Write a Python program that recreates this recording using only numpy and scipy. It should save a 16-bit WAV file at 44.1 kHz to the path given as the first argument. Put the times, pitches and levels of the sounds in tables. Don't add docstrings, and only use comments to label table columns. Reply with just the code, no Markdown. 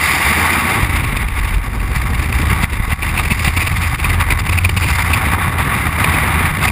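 import sys
import numpy as np
from scipy import signal
from scipy.fft import rfft, irfft, next_fast_len
from scipy.io import wavfile
from scipy.ndimage import uniform_filter1d, map_coordinates

SR = 44100
rng = np.random.default_rng(int(sys.argv[2]) if len(sys.argv) > 2 else 0)


def master_out(mix):
    frames = np.transpose(np.atleast_2d(mix))
    ceiling = np.clip(frames, -1, 1)
    pcm = np.round(ceiling * 32767).astype(np.int16)
    wavfile.write(sys.argv[1], SR, pcm)


N = 295911

# (time [s], roar level [dB])
STREAM = [(0, -17.5), (.28, -16), (.55, -15.5), (.85, -20), (1.15, -24.5), (1.42, -26.5), (1.68, -30.5),
          (2.1, -27), (2.47, -23), (2.8, -27), (3.25, -24.5), (3.7, -26.5), (4.17, -23), (4.72, -29.5),
          (4.92, -21), (5.7, -19.5), (6.42, -17.5), (6.71, -20.5)]
# (time [s], treble tilt [dB], seam sizzle [dB], lumpiness [1 = usual])
HEAD_FLOW = [(0, 2.5, 7.5, 0.58), (.6, -1, 2, .4), (1.2, 0.5, -1.5, 1.1), (1.75, -2.5, 3, 1.23),
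             (2.8, -0.5, 1.5, 1.06), (3.05, -1, 0.5, 1.46), (3.4, 1.5, 7.5, 1.36), (4.25, -3, -1.5, 1.2),
             (4.9, 0.5, 7.5, 1.3), (5.35, -4.5, -5.5, 0.82), (6.05, -2, -0.5, .8), (6.5, -3, -4, 0.59),
             (6.71, -1, 5.5, 2.05)]
# (centre [Hz], width [Hz], relative level [dB])
BODY_MODES = [(777, 83, -4.5), (939, 157, -2.5), (1125, 52, 4), (1235, 70, -1), (1434, 380, -5),
              (1730, 276, -5.5)]
# (centre [Hz], width [Hz], relative level [dB])
CAVITY_MODES = [(2048, 314, 2.5), (2340, 235, -1), (2738, 120, -6), (3050, 420, -13.5), (3624, 397, -10)]
# (centre [Hz], width [Hz], relative level [dB])
SEAM_MODES = [(4130, 470, -15), (4750, 820, 3.5), (4870, 240, 0.5), (5510, 810, -6.5)]
# (time [s], slow heaving [dB], buffet [dB], flutter [dB])
WAKE_LEVELS = [(0, -33, -24, -28.5), (.3, -37, -20, -23), (.7, -42, -26, -23), (.82, -25, -19.5, -21),
               (1.38, -15.5, -19, -30), (1.95, -21, -19, -27.5), (2.5, -26, -16, -26.5),
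               (2.85, -21, -26, -31.5), (3.1, -22.5, -21.5, -28), (3.85, -26, -18, -34),
               (4.25, -19, -19, -26.5), (4.52, -23, -16.5, -35), (5.3, -28, -17.5, -25),
               (5.85, -33, -18.5, -24), (6.45, -28, -20, -24), (6.71, -40, -19.5, -24.5)]
# (time [s], mean rate [Hz], share of wake amplitude before trim [0-1])
SHEDDING_TRACK = [(0, 80, 0.9), (.5, 80.15, 0.9), (.85, 69.9, 0.25), (1.15, 41.8, 0.76), (1.8, 47.7, 0.9),
                  (2.2, 67, 0.65), (3.2, 70.9, 0.58), (3.6, 90.5, 0.82), (4.1, 81.12, 0.43),
                  (4.7, 88.03, .78), (5.3, 88.1, 0.84), (6.71, 87, 0.49)]
# (frequency [Hz], relative density [dB])
HEAVE_SPECTRUM = [(8, -37), (20, -9), (32, -11), (45, 6), (55, -2), (75, -22), (140, -64)]
BUFFET_SPECTRUM = [(30, -66), (55, -4.5), (80, 4), (120, -5), (160, -11.5), (240, -28.5), (500, -59)]
FLUTTER_SPECTRUM = [(70, -35), (140, 0), (220, 0.5), (330, -4.5), (500, -12), (700, -16), (1200, -21),
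                    (3000, -68)]
# (time [s], signed push before trim, swell before [dB], lull after [dB])
BIG_EDDIES = [(0.832, -.4, 2.5, 3.5), (0.998, -0.13, -1, 2), (1.285, -0.04, -3, 4.5),
              (1.576, 0.35, -0.5, 1.5), (1.967, 0.46, 8, 2), (2.53, .7, 5.5, 0.5), (2.639, 0.32, 9, 6),
              (2.801, .58, 0, 2.5), (2.93, 0.54, 12.5, 13), (3.32, -0.71, 4, 1), (3.476, 0.58, 3.5, 0.5),
              (3.955, -0.17, -1, 7.5), (4.22, 0.33, 7.5, 4.5), (4.328, 0.49, 9.5, 2.5), (5.344, .1, 5, 3.5),
              (5.484, 0.4, -1.5, 4.5), (5.89, 0.24, -3, 5), (6.509, 0.43, -1, 7)]
# (middle [s], level before trim [dB], half-length to 1/e^2 [s])
STRONG_GUSTS = [(0.534, -15, 0.01), (0.996, -25, 0.01), (1.169, -14.5, 0.0058), (1.218, -24.5, 0.011),
                (1.285, -22.5, 0.0057), (1.388, -24.5, 0.018), (1.953, -32, .014), (2.15, -22, 0.0077),
                (2.327, -15, 0.0038), (2.42, -20, 0.0094), (2.634, -13, .012), (2.731, -23, 0.0098),
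                (2.922, -21, 0.014), (3.033, -16.5, 0.0075), (3.187, -18.5, 0.032), (3.256, -23, 0.015),
                (3.316, -12, 0.016), (3.395, -20, .009), (3.454, -18, 0.013), (3.48, -14, 0.016),
                (3.574, -14, 0.012), (3.62, -18, 0.028), (3.675, -16, 0.013), (3.837, -20, 0.025),
                (3.95, -21.5, 0.0086), (3.997, -17.5, .012), (4.046, -14.5, 0.0074), (4.1, -16.5, 0.011),
                (4.211, -21.5, 0.01), (4.31, -15, 0.011), (4.467, -17, 0.0076), (4.496, -14, .007),
                (4.53, -16, 0.011), (4.584, -14.5, 0.012), (4.651, -16.5, 0.018), (4.695, -13.5, 0.0061),
                (4.774, -14, 0.01), (4.843, -17.5, 0.032), (4.892, -17, .015), (5.104, -16, 0.0066),
                (5.142, -16.5, 0.019), (6.045, -10, 0.0057), (6.146, -16.5, .011), (6.638, -16.5, 0.0099),
                (6.682, -15, 0.015)]
# (centre [Hz], width [Hz], relative level [dB])
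SLOT_MODES = [(1040, 430, -4.5), (2120, 640, -3.5), (2497, 410, 3), (3630, 440, -9.5), (4680, 790, -13)]
# (middle [s], level [dB], half-length to 1/e^2 [s])
WHISTLE_BURST = [(4.397, -14, 0.0025)]
# (centre [Hz], width [Hz], relative level [dB])
EDGE_MODE = [(4870, 250, 3)]
# (time [s], level [dB])
DRONE_LEVEL = [(0, -50), (5.2, -39), (5.65, -27), (6.71, -26)]
# (frequency [Hz], relative density [dB])
DRONE_SPECTRUM = [(80, -60), (110, -16), (138, -0.5), (165, -3), (210, -22), (350, -70)]

BUILD_S, CUT_LAG_S, CUT_S, RECOVER_S = 0.03, 0.0048, 0.0088, 0.065
WAKE_LULL_SHARE = 1
SIZZLE_STAYS = 0.23
GUST_LULL_DB, GUST_LULL_LAG_S, GUST_LULL_S = 0.5, 0.026, 0.013
PUFF_COUNT, PUFF_DB, PUFF_GROWTH, PUFF_SCATTER_DB, PUFF_S = 48, -25, 0.26, 2, 0.011
SAMPLING_HZ, HOLD_STEPS, TOP_HZ = 12000, 4, 15300


def amp(db):
    return 10 ** (np.asarray(db) / 20)


def unit(x):
    return x / np.sqrt(np.mean(x ** 2) + 1e-20)


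def curves(rows):
    time_s, *columns = np.transpose(rows)
    t = np.arange(N) / SR
    return [np.interp(t, time_s, column) for column in columns]


def wobble(knots_hz):
    knots = rng.standard_normal(8192)
    return map_coordinates(knots, [np.arange(N) * knots_hz / SR], mode="mirror")


def filtered(x, response):
    size = next_fast_len(N + SR // 2)
    spectrum = rfft(x, size) * response(np.fft.rfftfreq(size, 1 / SR))
    return irfft(spectrum, size)[:N]


def rumble(spectrum, evenness):
    f_hz, db = np.transpose(spectrum)
    noise = filtered(rng.standard_normal(N), lambda hz: amp(np.interp(np.log(hz + 1), np.log(f_hz), db)))
    power = uniform_filter1d(uniform_filter1d(noise * noise, size=2000), size=2000)
    power = np.abs(power)
    return unit(noise / (power + 1e-12) ** (np.clip(evenness, 0, 1) / 2))


def blown(modes, drive, skirt):
    hz = np.fft.rfftfreq(4096, 1 / SR)
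    power = np.zeros(len(hz))
    for centre_hz, width_hz, db in modes:
        offset = 2 * (hz - centre_hz) / width_hz
        power += amp(db) ** 2 / (1 + offset ** 2 / skirt) ** skirt
    cepstrum = irfft(np.log(power + 1e-12) / 2)
    half = len(cepstrum) // 2
    causal = np.r_[cepstrum[0], 2 * cepstrum[1:half], np.zeros(half)]
    ring = irfft(np.exp(rfft(causal)))
    return signal.fftconvolve(drive * rng.standard_normal(N), ring / np.linalg.norm(ring))[:N]


def swells(rows):
    t = np.arange(N) / SR
    total = np.zeros(N)
    for middle_s, height, length_s in rows:
        near = np.abs(t - middle_s) < 2 * length_s
        total[near] += height * np.exp(-2 * ((t[near] - middle_s) / length_s) ** 2)
    return total


def slipstream(buffeting, suction_db=0.68, body_db=-2, cavity_db=0, sizzle_db=-18,
               surge_db=1.31, lump_db=2.22, grit_db=1.0, drift_db=-0.5):
    stream_db, = curves(STREAM)
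    tilt_db, seam_db, lumpiness = curves(HEAD_FLOW)
    swell_db, lull_db = eddy_sway()
    roar_db = stream_db + swell_db - lull_db - gust_lull() + drift_db * wobble(18)

    lumps_db = surge_db * wobble(40) + lump_db * wobble(170) + grit_db * wobble(600)
    lumps_db -= suction_db * unit(buffeting)
    lumps = unit(amp(lumpiness * lumps_db))
    body_lumps = unit(lumps ** 0.72 * amp(1.28 * wobble(45)))
    seam_lumps = unit(lumps ** 1.28 * amp(1.2 * wobble(90)))

    body = blown(BODY_MODES, amp(roar_db + body_db - tilt_db / 2) * body_lumps, skirt=1.35)
    cavity = blown(CAVITY_MODES, amp(roar_db + cavity_db + tilt_db / 2) * lumps, skirt=2.3)
    seam_level_db = roar_db + sizzle_db + seam_db + SIZZLE_STAYS * lull_db
    sizzle = blown(SEAM_MODES, amp(seam_level_db) * seam_lumps, skirt=4.1)
    return body + cavity + sizzle


def eddy_sway():
    t = np.arange(N) / SR
    swell_db, lull_db = np.zeros((2, N))
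    for hit_s, _, rise_db, drop_db in BIG_EDDIES:
        near = np.abs(t - hit_s) < 2 * (BUILD_S + RECOVER_S)
        since_s = t[near] - hit_s - CUT_LAG_S
        passed = (1 + np.tanh(since_s / CUT_S)) / 2
        swell_db[near] += rise_db * (1 - passed) * np.exp(-(since_s / BUILD_S) ** 2)
        lull_db[near] += drop_db * passed * np.exp(-(since_s / RECOVER_S) ** 2)
    return swell_db, lull_db


def gust_lull():
    return GUST_LULL_DB * swells([(s + GUST_LULL_LAG_S, 1, GUST_LULL_S) for s, _, _ in STRONG_GUSTS])


def wake(shed_db=-2.5, broad_db=1.9, heave_db=1.2, flutter_db=-1.5, unsteady=0.0777, steep_db=-14):
    lull_db = WAKE_LULL_SHARE * eddy_sway()[1]
    heave_level_db, buffet_level_db, flutter_level_db = np.array(curves(WAKE_LEVELS)) - lull_db
    shed_hz, share = curves(SHEDDING_TRACK)
    share = np.clip(share, 0, 1)

    phase = 2 * np.pi * np.cumsum(shed_hz * (1 + unsteady * wobble(45))) / SR
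    wave = np.sin(phase) + amp(steep_db) * wobble(60) * np.sin(2 * phase)
    eddies = unit(wave * amp(2.55 * wobble(28) + 1.9 * wobble(90)))

    heave = amp(heave_level_db + heave_db) * rumble(HEAVE_SPECTRUM, evenness=0.77)
    buffet = amp(buffet_level_db + broad_db) * rumble(BUFFET_SPECTRUM, evenness=1.0)
    strength = np.hypot(amp(heave_level_db), amp(buffet_level_db))
    train = share * amp(shed_db) * strength * eddies
    low = train + np.sqrt(1 - share ** 2) * (heave + buffet)

    breakup = amp(2.86 * wobble(70) + 2 * np.abs(low / strength))
    flutter = unit(rumble(FLUTTER_SPECTRUM, evenness=1.0) * breakup)
    return low + amp(flutter_level_db + flutter_db) * flutter


def thumps(level_db=3, vent_hz=38, core_s=0.0027):
    vent = signal.butter(2, vent_hz, "highpass", fs=SR, output="sos")
    pushes = swells([(hit_s, push, core_s) for hit_s, push, _, _ in BIG_EDDIES])
    return amp(level_db) * signal.sosfilt(vent, pushes)


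def gusts(gust_db=1, push_db=-9, ragged_db=3, whistle_db=0):
    _, lull_db = eddy_sway()
    strong = swells([(s, amp(db), length_s) for s, db, length_s in STRONG_GUSTS])
    jets = np.hypot(strong, amp(-lull_db) * puffs())
    raggedness = unit(amp(ragged_db * wobble(500)))
    slot = blown(SLOT_MODES, amp(gust_db) * jets * raggedness, skirt=2.2)
    push = amp(push_db) * jets * rumble(FLUTTER_SPECTRUM, evenness=0.69)
    whistle_drive = swells([(s, amp(db + whistle_db), length_s) for s, db, length_s in WHISTLE_BURST])
    return slot + push + blown(EDGE_MODE, whistle_drive, skirt=2.66)


def puffs():
    stream_db, = curves(STREAM)
    times_s = (np.arange(PUFF_COUNT) + rng.random(PUFF_COUNT)) * N / SR / PUFF_COUNT
    levels_db = PUFF_DB + PUFF_SCATTER_DB * rng.standard_normal(PUFF_COUNT)
    growth = amp(PUFF_GROWTH * (stream_db - stream_db.mean()))
    return growth * swells([(s, amp(db), PUFF_S) for s, db in zip(times_s, levels_db)])


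def drone():
    level_db, = curves(DRONE_LEVEL)
    return amp(level_db) * rumble(DRONE_SPECTRUM, evenness=0.69)


def scene():
    buffeting = wake() + thumps() + drone()
    return (slipstream(buffeting) + buffeting + gusts())[None]


def record(dry):
    rounded = dry[0] / (1 + dry[0] ** 4) ** (1 / 4)
    samples = signal.resample_poly(rounded, SAMPLING_HZ, SR)
    stairs = np.repeat(samples, HOLD_STEPS)
    held = signal.resample_poly(stairs, SR, SAMPLING_HZ * HOLD_STEPS)
    return filtered(held, lambda hz: 1 / np.sqrt(1 + (hz / TOP_HZ) ** 500))[None]


dry = scene()
out = record(dry)
master_out(out)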